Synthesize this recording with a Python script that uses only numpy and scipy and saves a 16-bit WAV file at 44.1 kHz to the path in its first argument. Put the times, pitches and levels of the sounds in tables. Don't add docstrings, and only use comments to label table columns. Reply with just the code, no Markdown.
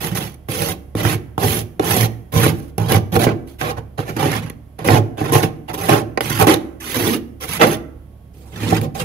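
import sys
import numpy as np
from scipy import signal
from scipy.fft import rfft, irfft, next_fast_len
from scipy.io import wavfile

SR = 44100
rng = np.random.default_rng(int(sys.argv[2]) if len(sys.argv) > 2 else 0)


def to_wav(s):
    ch = np.atleast_2d(s).T
    pcm = np.round(np.clip(ch, -1, 1) * 32767)
    wavfile.write(sys.argv[1], SR, pcm.astype(np.int16))


N = 398663

# start in seconds, length in seconds, crunch of frost in dB, swell from start to end in dB,
# then judder, boom and sizzle in dB relative to the crunch, before fixed trims.
FROST_PUSHES = [ (0.0, .085, -31, 4, 4.5, 2.5, 1), (0.09, 0.076, -40.5, 5, 4, 16.5, -2),
                (0.142, 0.044, -29, 7, 3, -1, 1), (0.195, 0.088, -34.5, -7.5, 2.5, 4, -1),
                (0.275, 0.073, -53, -7, 4, 8, 1), (0.481, 0.24, -30.5, 4.5, 3.5, 3.5, 1.5),
                (0.951, 0.062, -32, 11.5, 6.5, 8.5, -3.5), (1.024, .12, -25.5, 3, 4.5, 7.5, -3),
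                (1.378, 0.069, -32.5, 16.5, 12, 12, 0), (1.446, 0.16, -29.5, -5, 4.5, 6.5, 5),
                (1.801, 0.046, -36, 8, 11.5, 9, -4), (1.838, 0.21, -25, 3, 4.5, 5.5, 1.5),
                (2.316, 0.081, -30, 12.5, 8, 12, 1), (2.391, .11, -23, -1.5, 3, 9.5, -2),
                (2.52, 0.18, -55, -10, 7, 16, 3.5), (2.779, 0.13, -39.5, -7, 12, 18.5, -3),
                (2.878, 0.087, -24, 3, 8.5, 9.5, -3), (3.114, 0.049, -31, 12.5, 12, 13.5, -1),
                (3.183, 0.071, -26, 1, 9, 4, -1.5), (3.261, 0.063, -30.5, -11, 14.5, 12, -18),
                (3.464, 0.086, -54.5, -7, -3, -11, 2), (3.58, 0.031, -41.5, 20, -7, -5, -1),
                (3.602, 0.11, -32.5, 1, 7.5, 4.5, -6.5), (3.762, 0.027, -42.5, 0, 12.5, 15.5, -8),
                (3.974, 0.08, -38.5, -14.5, 10, 12, -6), (4.05, 0.052, -38.5, 14, 8, 7, -5.5),
                (4.115, 0.052, -51, 0, -2, 16, -1), (4.158, 0.11, -29, 11, 10, 8, -5),
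                (4.262, 0.13, -28.5, -1.5, 1, 3.5, -6), (4.413, 0.12, -46, -18.5, 6, 13.5, -7),
                (4.781, 0.056, -41, -2, 9, 15.5, -10), (4.836, 0.043, -31.5, 14, 10.5, 11.5, -2),
                (4.884, 0.093, -22.5, -2, 12, 10.5, -5.5), (5.166, 0.18, -34.5, 0, 8, 10, -8),
                (5.322, 0.12, -26.5, -16, 8.5, 3.5, -1.5), (5.419, 0.034, -26, -3, 9.5, 3, -2.5),
                (5.676, 0.032, -36.5, 4, 9, 7.5, -8), (5.728, 0.019, -34, 9, 9.5, 4, 1.5),
                (5.769, 0.15, -33, 1, 7.5, 2.5, 0), (5.88, 0.12, -24, -9, 11, 6, -4.5),
                (6.202, 0.24, -29.5, 3, -0.5, 3, -2), (6.387, 0.039, -21.5, 4.5, 13, 7.5, -0.5),
                (6.461, 0.094, -19.5, -15.5, 8.5, -1.5, -5.5), (6.797, 0.17, -32.5, 9.5, 0, -7, -0.5),
                (6.945, .21, -26, 0.5, 9, 1.5, -0.5), (7.397, 0.049, -37, 16, 2, -6, 1),
                (7.466, .1, -30, 9, -4.5, -1.5, -0.5), (7.589, 0.048, -19.5, 19.5, 8.5, -1.5, -9),
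                (7.655, 0.094, -29, -1.5, 8.5, 3, -1), ]
TRAY_SHOVES = [(8.33, 0.25, -61.5, 1, 14.7, 9.6, 9), (8.51, 0.13, -41, 18.5, 6.2, 9.5, -3),
               (8.61, 0.17, -30, 9, 6.2, 8.3, -3.5), (8.8, 0.051, -40.5, 3, 16.2, 24.5, 2),
               (8.941, 0.05, -38.5, 2, 9.3, 7.6, 3), (8.989, 0.032, -28, -2.5, 2.8, 8.8, 1)]
# start in seconds, blow level in dB,
# then boom, crunch and sizzle in dB relative to the judder, all before fixed trims.
BOX_KNOCKS = [(0.342, -36, -5, -4, -1), (0.486, -16, 6, -5, -18), (0.951, -8.5, 2, -11, -20),
              (1.05, -6.5, 5.5, -2, -27.5), (1.379, -4, -4, -12, -24), (1.795, -3, -8.5, -8, -25),
              (2.463, 0, -12, -3.5, -29), (2.78, -9.5, 3.5, -6, -10), (2.92, -7.5, -8, 1, -3),
              (3.164, 0.5, -5, -9.5, -22), (3.267, -0.5, 2, -15, -37), (3.24, -2, -10, -5, -15),
              (3.612, -12.5, -12, 1.5, -14), (3.781, -23, -8, -12, -20), (3.991, -9.5, -15, -9, -35),
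              (4.165, -11, -15, -7, -20), (4.256, -6, -6, -7, -24), (4.316, -17, -13, 3, -4),
              (4.498, -21, -5, -1.5, -7.5), (4.789, -23.5, -3, 1, -12), (4.886, 1, -8, -3.5, -30),
              (5.213, -5.5, -3, -19, -38), (5.322, -1.5, -18, -29.5, -14), (5.434, -3, -5, -1.5, -25),
              (5.892, -0.5, -23, -7.5, -14), (6.174, -1.5, -27, -4, -28), (6.207, -8, -16.5, 3.5, -8),
              (6.398, -6, -10, -4, -8), (6.47, 1, -33, -5.5, -15.5), (6.54, -5, -16, -2.5, -7),
              (7.613, -3, -27.5, 5, -22.5), (8.724, 2.5, -4, -30, -40), (8.813, -26.5, -18, 7, 1.5)]
# time in seconds, tilt in dB per octave.
ICE_HARDNESS = [(0.1, -0.8), (0.6, 1), (1.1, -2.5), (1.5, 0), (1.9, 0.8), (2.4, 1.9), (2.9, 1.5), (3.2, -2),
                (3.7, 6), (4.2, -0.7), (4.9, -0.5), (5.4, 1), (5.9, 2), (6.2, 0), (6.5, 0.5), (7.1, -13),
                (7.7, -0.5), (8.72, -5.5), (9.0, 4)]
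# nominal frequency in Hz, width in Hz,
# relative level in dB, pressure at the left port as a signed share of the right.
COMPARTMENT_MODES = [(234.8, 24.5, -0.5, 0.37), (274.3, 24.3, 0, 0.57), (320, 26, 2, 0.75),
                     (365.6, 42, -7.5, 1.63), (440.3, 41, -5, 1.84), (481.5, 18.6, 0, 0.78),
                     (563, 16, -4.5, 0.54), (616, 93, -3.5, -0.33), (765.3, 34, 2.5, -0.0027),
                     (813.4, 36.5, -2.5, -0.035), (833, 51, -16.5, -0.32), (1072, 43, -9, 0.15),
                     (1280, 210, -17, -1.01)]
PANEL_MODES = [(108.2, 13.4, -2, 0.57), (126, 31, -18, 0.19), (157.4, 21.7, -7.5, 0.55),
               (220, 42, -19.5, 0.88)]
# nominal frequency in Hz, width in Hz, relative level in dB.
SPOON_MODES = [(3340, 120, 0.5), (6020, 180, 2.5), (9950, 230, -6.5), (11000, 357, 8), (11440, 320, 3.5),
               (12880, 500, -2.5), (15700, 710, -12.5)]
# frequency in Hz, relative level in dB.
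CRUNCH_SPECTRUM = [(400, -26.5), (900, 5), (1400, 3.5), (2000, 4.5), (3000, 2), (4200, -4), (5300, -7.5),
                   (6800, -9.5), (8300, -18), (11000, -21.5), (16000, -40)]
# frequency in Hz, relative level in dB.
POWDER_SPECTRUM = [(3000, -9.5), (7500, -4), (10000, -2.5), (13000, 0.5), (16000, 2)]
# frequency in Hz, level in dB.
ROOM_SPECTRUM = [(60, -7), (150, -10), (350, -4.5), (800, -20), (2000, -18), (5000, -19), (11000, -26.5),
                 (16000, -25.5)]
# band centre in Hz, time to fall 60 dB in seconds.
ROOM_DECAY = [(80, 0.5), (250, 0.68), (600, 0.62), (1500, 0.6), (4000, 0.31), (12000, 0.58)]
# frequency in Hz, level in dB before waver and port gains.
HUM_TONES = [(49, -66), (70, -42), (107, -51), (1104, -74), (3250, -82.5)]
# frequency in Hz, relative level in dB.
AIR_SPECTRUM = [(25, -35.5), (50, -20), (80, -12), (110, -21), (250, -36.5), (640, -46.5), (1100, -62),
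                (3300, -69), (3900, -73), (8000, -78.5), (11000, -68), (15000, -75)]

ATTACK_S = 0.0085
ARCH_DB = 4
FROST_RELEASE_DB_PER_S, BOX_RELEASE_DB_PER_S = 648, 340.5
PORT_LAG_SAMPLES = 20
AIR_DB = -49
TOP_HZ = 15650


def scrape(push, steel):
    start_s, length_s, crunch_db, swell_db, judder_db, boom_db, sizzle_db = push
    t = seconds(length_s + .09)
    size = len(t)
    jumps = slips(size, rate_hz=400, uneven=.65, spread_db=1.5)

    flurry_s, steady = .004, .25
    after_slips = signal.lfilter([1], [1, -np.exp(-1 / (flurry_s * SR))], jumps)
    flurry = unit(steady + unit(np.sqrt(after_slips)))

    flakes = (rng.random(size) < 45 / SR) * rng.uniform(.3, 1.1, size)
    flake_s = 0.0037
    ticks = signal.lfilter([1], [1, -np.exp(-1 / (flake_s * SR))], flakes)
    patches = undb(.8 * walk(100.5, size))
    crust = unit(patches * (1 + ticks))

    coarse = flurry * crystals(size, rate_hz=18000, spread_db=2.0)
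    fine = flurry * crystals(size, rate_hz=16000, spread_db=2.5) * undb(0.55 * walk(175, size))
    drive = undb(crunch_db) * crust
    on_box = drive * pressure(t, length_s, swell_db, BOX_RELEASE_DB_PER_S) * jumps
    on_frost = drive * pressure(t, length_s, swell_db, FROST_RELEASE_DB_PER_S)
    judder = undb(judder_db - 1) * on_box
    boom = undb(boom_db + 3) * on_box
    crunch = on_frost * coarse
    sizzle = undb(sizzle_db) * on_frost * fine
    return sound([judder, boom, crunch, sizzle], start_s, steel)


def slips(size, rate_hz, uneven, spread_db):
    chance = rng.standard_normal((2048, 2))
    holds = np.exp(uneven * np.minimum(chance[:, 0], 2))
    at = (np.cumsum(holds) / holds.mean() * SR / rate_hz).astype(int)
    jumps = np.sqrt(holds) * undb(spread_db * chance[:, 1])
    inside = at < size
    return unit(np.bincount(at[inside], jumps[inside], size))


def crystals(size, rate_hz, spread_db):
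    breaks = rng.random(size) < rate_hz / SR
    signs = rng.choice([-1, 1], size)
    strengths = undb(spread_db * np.minimum(rng.exponential(size=size), 5))
    return unit(breaks * signs * strengths)


def pressure(t, length_s, swell_db, release_db_per_s):
    along = np.minimum(t / length_s, 1)
    held_db = swell_db * (along - .5) - ARCH_DB * (2 * along - 1) ** 2
    release_db = release_db_per_s * np.maximum(t - length_s, 0)
    return np.minimum(t / ATTACK_S, 1) * undb(held_db - release_db)


def knock(start_s, boom_db, crunch_db, sizzle_db):
    t = seconds(.05)
    blow = 1. * (t == 0)
    crumble = crystals(len(t), rate_hz=5000, spread_db=-1.0)
    crumble = crumble * np.exp(-t / 0.0014) * np.minimum(t / 0.00076, 1)
    crumble /= np.sqrt(np.sum(crumble ** 2))
    judder = blow + .5 * crumble
    boom = undb(boom_db + 2.0) * blow
    crunch = undb(crunch_db - 5) * crumble
    sizzle = undb(sizzle_db + 1.5) * crumble
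    return sound([judder, boom, crunch, sizzle], start_s, steel=1.0)


def sound(forces, start_s, steel):
    judder, boom, crunch, sizzle = forces
    middle_s = start_s + len(judder) / SR / 2
    tilt_db = np.interp(middle_s, *np.transpose(ICE_HARDNESS))
    sizzle_share_db = 20 * np.log10(sizzle.std() / crunch.std())
    bright_db = np.clip(0.4 * (sizzle_share_db + 4), -4, 3)
    crunch = tint(crunch, [(1500, -bright_db), (4000, bright_db)])
    sizzle = tint(sizzle, [(11000, 0), (16000, bright_db if steel else -9)])

    def compartment_path():
        return modes(COMPARTMENT_MODES, 0.17, tilt_db, place_db=2.0, detune=0.012, band_hz=[210, 1600])

    def panel_path():
        return modes(PANEL_MODES, 0.26, 0, place_db=1.5, detune=0.0111, band_hz=[65, 250])

    return (travel(judder, compartment_path, dwell_s=.1)
            + travel(boom, panel_path, dwell_s=0.33)
            + travel(crunch, frost_path, dwell_s=.02)
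            + travel(sizzle, lambda: edge_path(steel), dwell_s=.018))


def travel(force, path, dwell_s):
    out = np.zeros((2, len(force) + SR // 4))
    step = int(max(dwell_s, .01) * SR)
    for i in range(0, len(force), step):
        add(out, signal.fftconvolve(force[None, i:i + step], path(), axes=1), i / SR)
    return out


def modes(table, length_s, tilt_db, place_db, detune, band_hz):
    t, ring = seconds(length_s), 0
    places = rng.standard_normal((len(table), 3))
    for (hz, width_hz, db, left), (weight, shift, side) in zip(table, places):
        decay = width_hz * np.exp(-np.pi * width_hz * t)
        wave = np.sign(side) * decay * np.cos(2 * np.pi * hz * (1 + detune * shift) * t)
        gain = undb(db + tilt_db * np.log2(hz) + place_db * weight)
        ring = ring + np.array([[left], [1]]) * gain * wave
    edges_hz = np.minimum(band_hz, SR / 2 - 1)
    band = signal.butter(3, edges_hz, "band", fs=SR, output="sos")
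    return ports(signal.sosfilt(band, ring))


def frost_path():
    return ports(tint(icy_walls(echo_db=5.5, t60_s=0.032, left_db=-7), CRUNCH_SPECTRUM))


def edge_path(steel):
    walls = icy_walls(echo_db=-1.5, t60_s=0.009, left_db=-10.5)
    t, ring = seconds(.01), 0
    place_db, detune = 2, .01
    places = rng.standard_normal((len(SPOON_MODES), 2))
    for (hz, width_hz, db), (weight, shift) in zip(SPOON_MODES, places):
        decay = width_hz * np.exp(-np.pi * width_hz * t)
        wave = decay * np.cos(2 * np.pi * hz * (1 + detune * shift) * t)
        ring = ring + undb(db + place_db * weight) * wave
    spoon = signal.fftconvolve(walls, ring[None], axes=1)[:, :walls.shape[1]]
    powder = tint(icy_walls(echo_db=34, t60_s=0.0098, left_db=-7.5), POWDER_SPECTRUM)
    return ports(steel * ports(spoon) + undb(-8) * ports(powder))


def icy_walls(echo_db, t60_s, left_db):
    t = seconds(.04)
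    echoes = rng.standard_normal((2, len(t))) * np.exp(-np.log(1000) * t / t60_s)
    echoes = echoes / np.sqrt(np.sum(echoes[0] ** 2))
    direct = np.arange(len(t)) == np.array([[PORT_LAG_SAMPLES], [0]])
    return undb([[left_db], [0]]) * (direct + undb(echo_db) * echoes)


def room(x):
    t = seconds(.7)
    noise = rfft(rng.standard_normal((2, len(t))))
    hz, tail = np.arange(noise.shape[1]) / t[-1], 0
    noise[0] = 0.56 * noise[0] + .5 * noise[1] / (1 + (hz / 400) ** 2)
    for centre_hz, t60_s in ROOM_DECAY:
        share = on_log_axis([(f, f == centre_hz) for f, _ in ROOM_DECAY], hz)
        decay = np.exp(-np.log(1000) * t / t60_s) * np.minimum(t / 0.022, 1)
        tail = tail + irfft(noise * share, len(t)) * decay / np.sqrt(np.sum(decay ** 2))
    return signal.fftconvolve(x[1][None], tint(tail, ROOM_SPECTRUM), axes=1)[:, :N]


def compressor():
    t, hum = np.arange(N) / SR, 0
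    waver_db, waver_rad = 2.5, .6
    for hz, db in HUM_TONES:
        level = np.sqrt(2) * undb(db + waver_db * walk(4.5, N))
        hum = hum + level * np.sin(2 * np.pi * hz * t + waver_rad * walk(3.5, N))
    shared = tint(rng.standard_normal(N), [(300, 3.5), (1500, -4.5)])
    apart = tint(rng.standard_normal((2, N)), [(150, -20.0), (700, 9.5)])
    air = tint(shared + apart, AIR_SPECTRUM)
    high_pass = signal.butter(4, 120, "high", fs=SR, output="sos")
    above_hum = signal.sosfilt(high_pass, air.mean(0))
    rush = tint(air, [(50, 1.0), (75, -20.5), (130, 3.0)]) * undb(AIR_DB) / above_hum.std()
    return undb([[-2.5], [2]]) * (hum + rush)


def undb(db):
    return 10 ** (np.asarray(db) / 20)


def unit(x):
    return x / np.sqrt(np.mean(x ** 2))


def ports(pair):
    return pair / np.sqrt(np.sum(pair.mean(0) ** 2))


def seconds(length_s):
    return np.arange(int(length_s * SR)) / SR


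def walk(rate_hz, size):
    at = np.arange(size) * rate_hz / SR
    return np.interp(at, np.arange(4096), rng.standard_normal(4096))


def on_log_axis(points, hz):
    knots_hz, values = np.transpose(points)
    return np.interp(np.log(np.maximum(hz, 1)), np.log(knots_hz), values)


def tint(x, points):
    size = next_fast_len(x.shape[-1] + 2048, real=True) // 2 * 2
    hz = np.arange(size // 2 + 1) * SR / size
    cepstrum = irfft(np.log(undb(on_log_axis(points, hz))))
    cepstrum[1:size // 2] *= 2
    cepstrum[size // 2 + 1:] = 0
    return irfft(rfft(x, size) * np.exp(rfft(cepstrum)))[..., :x.shape[-1]]


def add(track, x, start_s):
    i = max(round(start_s * SR), 0)
    track[:, i:i + x.shape[1]] += x[:, :max(track.shape[1] - i, 0)]


def scene():
    work = np.zeros((2, N))
    for push in FROST_PUSHES:
        add(work, scrape(push, steel=0.53), push[0])
    for shove in TRAY_SHOVES:
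        add(work, scrape(shove, steel=0), shove[0])
    for start_s, db, *colour_db in BOX_KNOCKS:
        add(work, undb(db + 14.5) * knock(start_s, *colour_db), start_s)
    return work + room(work) + compressor()


def record(dry):
    rounded = dry / (1 + dry ** 6) ** (1 / 6)
    low_pass = signal.ellip(14, .2, 70, TOP_HZ, fs=SR, output="sos")
    return signal.sosfilt(low_pass, rounded)


dry = scene()
out = record(dry)
to_wav(out)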